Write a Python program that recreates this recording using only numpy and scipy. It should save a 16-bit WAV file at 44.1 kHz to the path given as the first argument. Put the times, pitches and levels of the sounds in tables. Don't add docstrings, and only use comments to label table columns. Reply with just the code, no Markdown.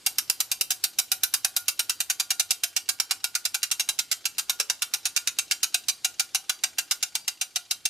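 import sys
import numpy as np
from scipy import signal
from scipy.fft import rfft, irfft
from scipy.io import wavfile
from scipy.ndimage import uniform_filter1d

SR = 44100
rng = np.random.default_rng(int(sys.argv[2]) if len(sys.argv) > 2 else 0)


def waveform_to_disk(signal):
    frames = np.transpose(np.atleast_2d(signal))
    scaled = np.clip(frames, -1, 1) * 32767
    samples = np.round(scaled).astype(np.int16)
    wavfile.write(sys.argv[1], SR, samples)


def level_to_linear(level):
    exponent = np.asarray(level, float) / 20
    return 10 ** exponent


N = 347949
FALL_ROOM = 520

# pitch_hz, likeness (0..1)
LIKENESS = [(300, 1), (1000, 1), (2800, 0.57), (5000, 0.61), (9000, 0.67), (14000, 0.55)]
# pitch_hz, phase_rad
LEFT_PHASE = [(200, 0), (1120, -.25), (1700, -.5), (2700, -1.), (3600, -1.1), (4300, -.3), (7000, -.2),
              (15000, 0)]


def evened(x):
    return x / np.sqrt(np.mean(x ** 2, -1, keepdims=True) + 1e-20)


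def read(points, hz):
    f, value = np.transpose(points)
    return np.interp(np.log(hz + 1), np.log(f + 1), value)


def over_time(points, s):
    return np.interp(s, *np.transpose(points))


def add(mix, s, sound):
    part = mix[..., round(s * SR):][..., :sound.shape[-1]]
    part += sound[..., :part.shape[-1]]


def air(shape, same, patchy_db):
    frames, hz = N // 512 + 5, np.fft.rfftfreq(2048, 1 / SR)
    a, b, c, d, patches = rng.standard_normal((frames, 1025, 5)).T
    patches = evened(uniform_filter1d(uniform_filter1d(patches, 16, 0), 8, 1))
    same = np.clip(same, 0, 1)
    left = a + 1j * b
    right = same * left + np.sqrt(1 - same ** 2) * (c + 1j * d)
    z = np.array([left, right]) * level_to_linear(read(shape, hz)[:, None] + patchy_db * patches)
    return evened(signal.istft(z, nperseg=2048, noverlap=1536)[1][:, :N])


def hush():
    # pitch_hz, level_db per Hz
    colour = [(20, -12), (50, 0), (100, 4), (200, 1), (310, 5.5), (500, -1), (900, -2.5), (1900, -2),
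              (4500, 4), (8000, -0.5), (13000, -7.5), (14500, -29), (15500, -70)]
    # start_s, level_db
    swell = [(0, -66), (3, -70), (5.5, -66.5), (7.89, -70.5)]
    return level_to_linear(over_time(swell, np.arange(N) / SR) + 12.5) * air(colour, .8, patchy_db=1.8)


def hum():
    # start_s, pitch_hz, level_db
    engine = [(0, 103.8, -76), (1.2, 100.6, -71), (3.2, 96.5, -74), (4.7, 91.4, -83), (7.89, 92.8, -83)]
    s, hz, db = np.transpose(engine)
    t = np.arange(N) / SR
    wobble = rng.standard_normal((2, N))
    wobble = evened(uniform_filter1d(uniform_filter1d(wobble, size=1500), size=1500))
    carrier = np.exp(2j * np.pi * np.cumsum(np.interp(t, s, hz)) / SR)
    fuzz = .7 + .6 * (wobble[0] + 1j * wobble[1])
    return level_to_linear(np.interp(t, s, db)) * (fuzz * carrier).real


def train(at, size):
    rows = np.zeros((len(at), 4096))
    np.add.at(rows, (np.arange(len(at))[:, None], np.clip(at, 0, 3000).astype(int)), size)
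    return rfft(rows)


def causal(db):
    fold = np.r_[1, 2 * np.ones(db.shape[-1] - 2), 1]
    cepstrum = irfft(db * np.log(10) / 20)[..., :db.shape[-1]]
    return np.exp(rfft(cepstrum * fold, 2 * db.shape[-1] - 2))


def left_port(right, other, hz):
    same = np.clip(read(LIKENESS, hz), 0, 1)
    return (same * right + np.sqrt(1 - same ** 2) * other) * np.exp(1j * read(LEFT_PHASE, hz))


def rattle(length_ms, hz, fall, slip_db, count=46):
    place, size, sign = np.moveaxis(rng.random((len(length_ms), 3 * count, 3)), 2, 0)
    size = level_to_linear(-14. * size) * np.sign(sign - .5)
    span = np.clip(1.3 * length_ms, 2, 30)[:, None] * SR / 1000
    hard = ((np.arange(count) + place[:, :count]) / count) ** 1.2
    chatter_size = level_to_linear(-8. * hard) * np.minimum(0.22 + 5.7 * hard, 1)
    chatter = train(FALL_ROOM + hard * span, size[:, :count] * chatter_size)
    crack_db, crack_hz = 1, 12000
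    crack = train(FALL_ROOM + hard[:, 1:6] * span, size[:, -5:] * level_to_linear(crack_db))
    crack /= (1 - 1j * crack_hz / (hz + 1)) ** 3
    late = place[:, count:]
    buzz = train(FALL_ROOM + span * .8 + 900. * late, size[:, count:] * level_to_linear(-6.0 - 25.7 * late))
    near, after = late[:, :12], late[:, 12:20]
    slip = train(FALL_ROOM - 300 * near ** 2, size[:, :12] * level_to_linear(-10. - 18. * near))
    slip += train(FALL_ROOM - fall * (1 - after ** 2), size[:, 12:20] * level_to_linear(slip_db - 10 * after))
    return chatter + crack + buzz / (1 + 1j * hz / 9000) + slip / (1 + 1j * hz / 5000) ** 3


def mode_weights(count, modes, spread_db):
    hz = np.transpose(modes)[0]
    level, turn_a, turn_b = np.moveaxis(rng.standard_normal((count, len(hz), 3)), 2, 0)
    right, other = np.exp(4j * turn_a), np.exp(4j * turn_b)
    return np.stack([left_port(right, other, hz), right], 1) * level_to_linear(spread_db * level)[:, None]


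def struck(modes, weights, size):
    hz, db, t60 = (c[:, None] for c in np.transpose(modes))
    t = np.arange(size) / SR
    return (weights @ (level_to_linear(db - 60 * t / t60) * np.exp(2j * np.pi * hz * t))).imag


def ratchet():
    # start_s, blow_db, rattle_length_ms
    turn_1 = [(0.0629, -17.5, 8.6), (0.1836, -18.5, 7.3), (0.2987, -18.5, 4), (0.4029, -19.5, 7.9),
              (0.5152, -20, 9.5), (0.6101, -19.5, 7.2), (0.7045, -19, 12.7), (0.8391, -18, 8.8),
              (0.9861, -17.5, 11.6), (1.1166, -18.5, 8.1), (1.2338, -17, 7.9), (1.3381, -18.5, 9.3),
              (1.4465, -18, 6.8), (1.5642, -18.5, 8.1), (1.6818, -18, 8.5)]
    turn_2 = [(1.7924, -19, 9.8), (1.8953, -20, 8.9), (2.003, -20.5, 9.5), (2.099, -19, 9.6),
              (2.1977, -19.5, 10.4), (2.3048, -18.5, 9.5), (2.396, -18, 10.4), (2.5066, -18, 9.8),
              (2.6351, -19, 8.15), (2.7636, -19.5, 9.6), (2.8887, -19.5, 9.5), (2.9995, -19.5, 6.47),
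              (3.1086, -19, 9.4), (3.2417, -21, 7.2), (3.3512, -20.5, 9.4)]
    turn_3 = [(3.4516, -20, 9.2), (3.5439, -21, 9.5), (3.63, -20, 10.1), (3.713, -19.5, 10.9),
              (3.7965, -19, 10.7), (3.8885, -19.5, 9.6), (3.9888, -20, 11.2), (4.114, -19.5, 12.6),
              (4.2533, -20.5, 11.2), (4.382, -20.5, 12.7), (4.4956, -19, 8.5), (4.5988, -19.5, 11.3),
              (4.6985, -19.5, 7.2), (4.8203, -20.5, 8.9), (4.937, -20, 9.3)]
    turn_4 = [(5.0536, -20, 13.6), (5.1629, -18.5, 10.8), (5.273, -20, 9.1), (5.3861, -19, 8.1),
              (5.511, -18, 9.7), (5.6306, -17.5, 11.3), (5.7431, -17.5, 8.6), (5.8836, -18.5, 13.6),
              (6.046, -18.5, 9.3), (6.1954, -19, 10.2), (6.3465, -18.5, 11.4), (6.4946, -19.5, 7.6),
              (6.6365, -19, 7.6), (6.7828, -20, 11.8), (6.9104, -19, 9.8)]
    turn_5 = [(7.027, -20.5, 7.5), (7.1525, -21.5, 7.1), (7.2787, -21, 7.96), (7.4119, -21.5, 10.8),
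              (7.5588, -21, 8.2), (7.7097, -20.5, 8.14), (7.8536, -19.5, 7.7)]
    # thud_db, low_clank_db, brightness_db, drum_ring_db
    wheel = [(-1, -0.5, -4.5, 3.5), (-7, 2, -1.5, 2.5), (-10.5, 1.5, 0, 3), (-7.5, 0.5, 1, -6),
             (1.5, 0.5, -2, 3), (-0.5, 1, 2, -5), (5.5, -4.5, -3, -2), (5.5, -4, -2, -7),
             (6.5, -3, -2.5, -0.5), (-6.5, 3, 2, 4), (-5.5, 3, 1.5, 3), (-10, 6, -1.5, -20),
             (-4, 3, -6, -9), (-3.5, 2.5, 4, 1.5), (-10, 2, 0.5, 2.5)]
    # pitch_hz, level_db
    frame = [(300, -30.5), (600, -26), (1000, -16.5), (1900, -11), (2500, -4.5), (5500, 1.5), (8000, -1),
             (11500, -6), (12800, -3), (14600, -10.5), (15400, -19), (16000, -33), (17000, -55)]
    # pitch_hz, width_hz, level_db
    frame_peaks = [(752, 177, 15), (1502, 400, 10.5), (2327, 374, 6.5), (2773, 216, 9.5), (3882, 365, 7.5),
                   (4818, 140, 7), (5574, 240, 5), (6320, 1280, 4.5), (7310, 280, 3.5), (9050, 120, 6),
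                   (9895, 890, 5)]
    # pitch_hz, level_db, t60_s
    rings = [(750, -39, .08), (1424, -29, .14), (1540, -33, .08), (1975, -40, .15), (2955, -34, .3),
             (3140, -33, .45), (4078, -33, .33), (4665, -29.5, .4), (5482, -30, .16), (6360, -38, .2),
             (6490, -33, .16), (7210, -40, .2), (8590, -39, .16), (9210, -39, .16), (9900, -32, .18),
             (10930, -42, .16), (13520, -41, .2)]
    # start_s, ring_db
    drum_lay = [(0, -11), (1.2, 9.5), (3.7, 11), (5.2, 9), (7.89, 7)]
    # start_s, level_db
    tip_tick = [(0, -20), (2.6, -18), (3.2, -13.5), (5.2, -13.5), (5.6, -22), (7.89, -19)]
    # start_s, top_level_db
    treble = [(0, 9), (1.4, 9), (2.3, 1), (7.89, -2)]
    # start_s, left_right_db
    pan = [(0, -1), (2.9, -3.8), (4.2, -3.5), (5.7, -2), (7.89, -1)]

    s, blow_db, length_ms = np.transpose(turn_1 + turn_2 + turn_3 + turn_4 + turn_5)
    tooth = np.arange(len(s)) % len(wheel)
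    thud_db, low_db, bright_db, drum_db = np.array(wheel)[tooth].T[..., None]

    hz = np.fft.rfftfreq(4096, 1 / SR)
    colour = read(frame, hz) + sum(db / (1 + (2 * (hz - f) / w) ** 2) for f, w, db in frame_peaks)
    lean_db = low_db / (1 + (hz / 1800) ** 4) + bright_db * hz ** 4 / (hz ** 4 + 13400.0 ** 4)
    thud_hz, thud_width_hz = 700, 91
    lean_db += thud_db / (1 + (2 * (hz - thud_hz) / thud_width_hz) ** 2)
    lean_db += over_time(treble, s)[:, None] * hz ** 6 / (hz ** 6 + 10500. ** 6)
    modes = uniform_filter1d(uniform_filter1d(rng.standard_normal(lean_db.shape), size=11), size=11)
    tooth_share = 0.24
    lean_db += 2.1 * evened(modes + tooth_share * modes[::-1][tooth])

    early, firm = rng.uniform(-1, 1, (len(s), 2, 1)).transpose(1, 0, 2)
    fall_ms, fall_spread_ms, slip_spread_db = 7.5, 3.5, 4.5
    fall = (fall_ms + fall_spread_ms * early) * SR / 1000
    slip_db = over_time(tip_tick, s)[:, None] + slip_spread_db * firm
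    right, other = rattle(length_ms, hz, fall, slip_db), rattle(length_ms, hz, fall, slip_db)
    left = left_port(right, other, hz)
    shade = 0.1 + 0.99 / (1 + np.log(hz / 3500 + 1e-3) ** 4 * 0.73)
    left *= level_to_linear(np.outer(over_time(pan, s), shade))
    clank = irfft(np.stack([left, right], 1) * causal(colour + lean_db)[:, None])
    clank /= np.sqrt((clank ** 2).sum((1, 2), keepdims=True) / 1800)

    drum_db = drum_db + over_time(drum_lay, s)[:, None]
    drum = level_to_linear(drum_db * (np.arange(len(rings)) == 1))[:, None]
    ring = struck(rings, mode_weights(len(s), rings, 2.8) * drum, size=16000)
    ring *= np.minimum(np.arange(16000) / 350., 1)

    gain = level_to_linear(blow_db[:, None] - 2.0)[..., None]
    out = np.zeros((2, N))
    for k, start in enumerate(s):
        add(out, start - FALL_ROOM / SR, gain[k] * clank[k])
        add(out, start, gain[k] * ring[k])
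    return signal.sosfilt(signal.butter(3, 450, "high", fs=SR, output="sos"), out)


def handle():
    # start_s, level_db, pitch_hz
    knocks = [
        (.606, -39, 480),
        (1.232, -52, 330),
        (4.597, -34, 500),
    ]
    out, t = np.zeros(N), np.arange(3000) / SR
    for s, db, hz in knocks:
        pair = sum(np.sin(2 * np.pi * share * hz * t) for share in (.85, 1.12))
        soft_onset = np.minimum(t / .004, 1) ** 2
        add(out, s, level_to_linear(db - 60 * t / .045) * pair * soft_onset)
    return out


def yard(x, count=3):
    # pitch_hz, t60_s
    tail_t60 = [(500, 0.35), (2000, 0.16), (6000, 0.16), (15000, 0.21)]
    # delay_s, level_db
    echoes = [
        (.024, -52),
        (.036, -52),
        (.093, -33),
        (.102, -48),
    ]
    common, own = rng.standard_normal((count, 1, SR // 2)), rng.standard_normal((count, 2, SR // 2))
    hz, t, z = signal.stft(common + 0.67 * own, SR, nperseg=256)
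    z *= level_to_linear(-60 * t / read(tail_t60, hz)[:, None]) * np.minimum(t / 0.0025, 1)
    z /= 1 + (hz[:, None] / 14700) ** 40
    tails = signal.istft(z, SR, nperseg=256)[1]
    tails *= level_to_linear(-11.0) / np.linalg.norm(tails[0, 0])
    smear = rng.standard_normal((len(echoes), count, 1, 200)) * np.exp(-np.arange(200) / 60.)
    smear = uniform_filter1d(smear, size=4)
    for (s, db), puff in zip(echoes, smear):
        add(tails, s, level_to_linear(db) * puff / np.linalg.norm(puff[0]))
    turn = np.pi * (2.7 * np.arange(N) / SR + np.arange(count)[:, None] / count)
    fed = x.mean(0) * np.sin(turn) * np.sqrt(2 / count)
    return signal.fftconvolve(fed[:, None], tails, axes=2)[..., :N].sum(0)


def scene():
    winch = ratchet() + handle()
    return winch + yard(winch) + hush() + hum()


def narrowed(dry):
    wide_hz, band_hz, keep_band, keep_frame, kept_db = 4500, 450, .3, .3, 2.5
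    mid, side = (dry[0] + dry[1]) / 2, (dry[0] - dry[1]) / 2
    hz, t, z = signal.stft(side, SR, nperseg=1024)
    draw = rng.random((len(t) // 3 + 1, 60))[np.arange(len(t)) // 3].T
    kept = (draw[(hz / band_hz).astype(int)] < keep_band) | (draw[-1] < keep_frame)
    z = z * np.where(hz[:, None] < wide_hz, 1, kept * level_to_linear(kept_db))
    side = signal.istft(z, SR, nperseg=1024)[1][:N]
    return np.array([mid + side, mid - side])


def low_pass(x):
    return signal.sosfilt(signal.butter(12, 16500, fs=SR, output="sos"), x)


def record(dry):
    return low_pass(narrowed(dry))


dry = scene()
out = record(dry)
waveform_to_disk(out)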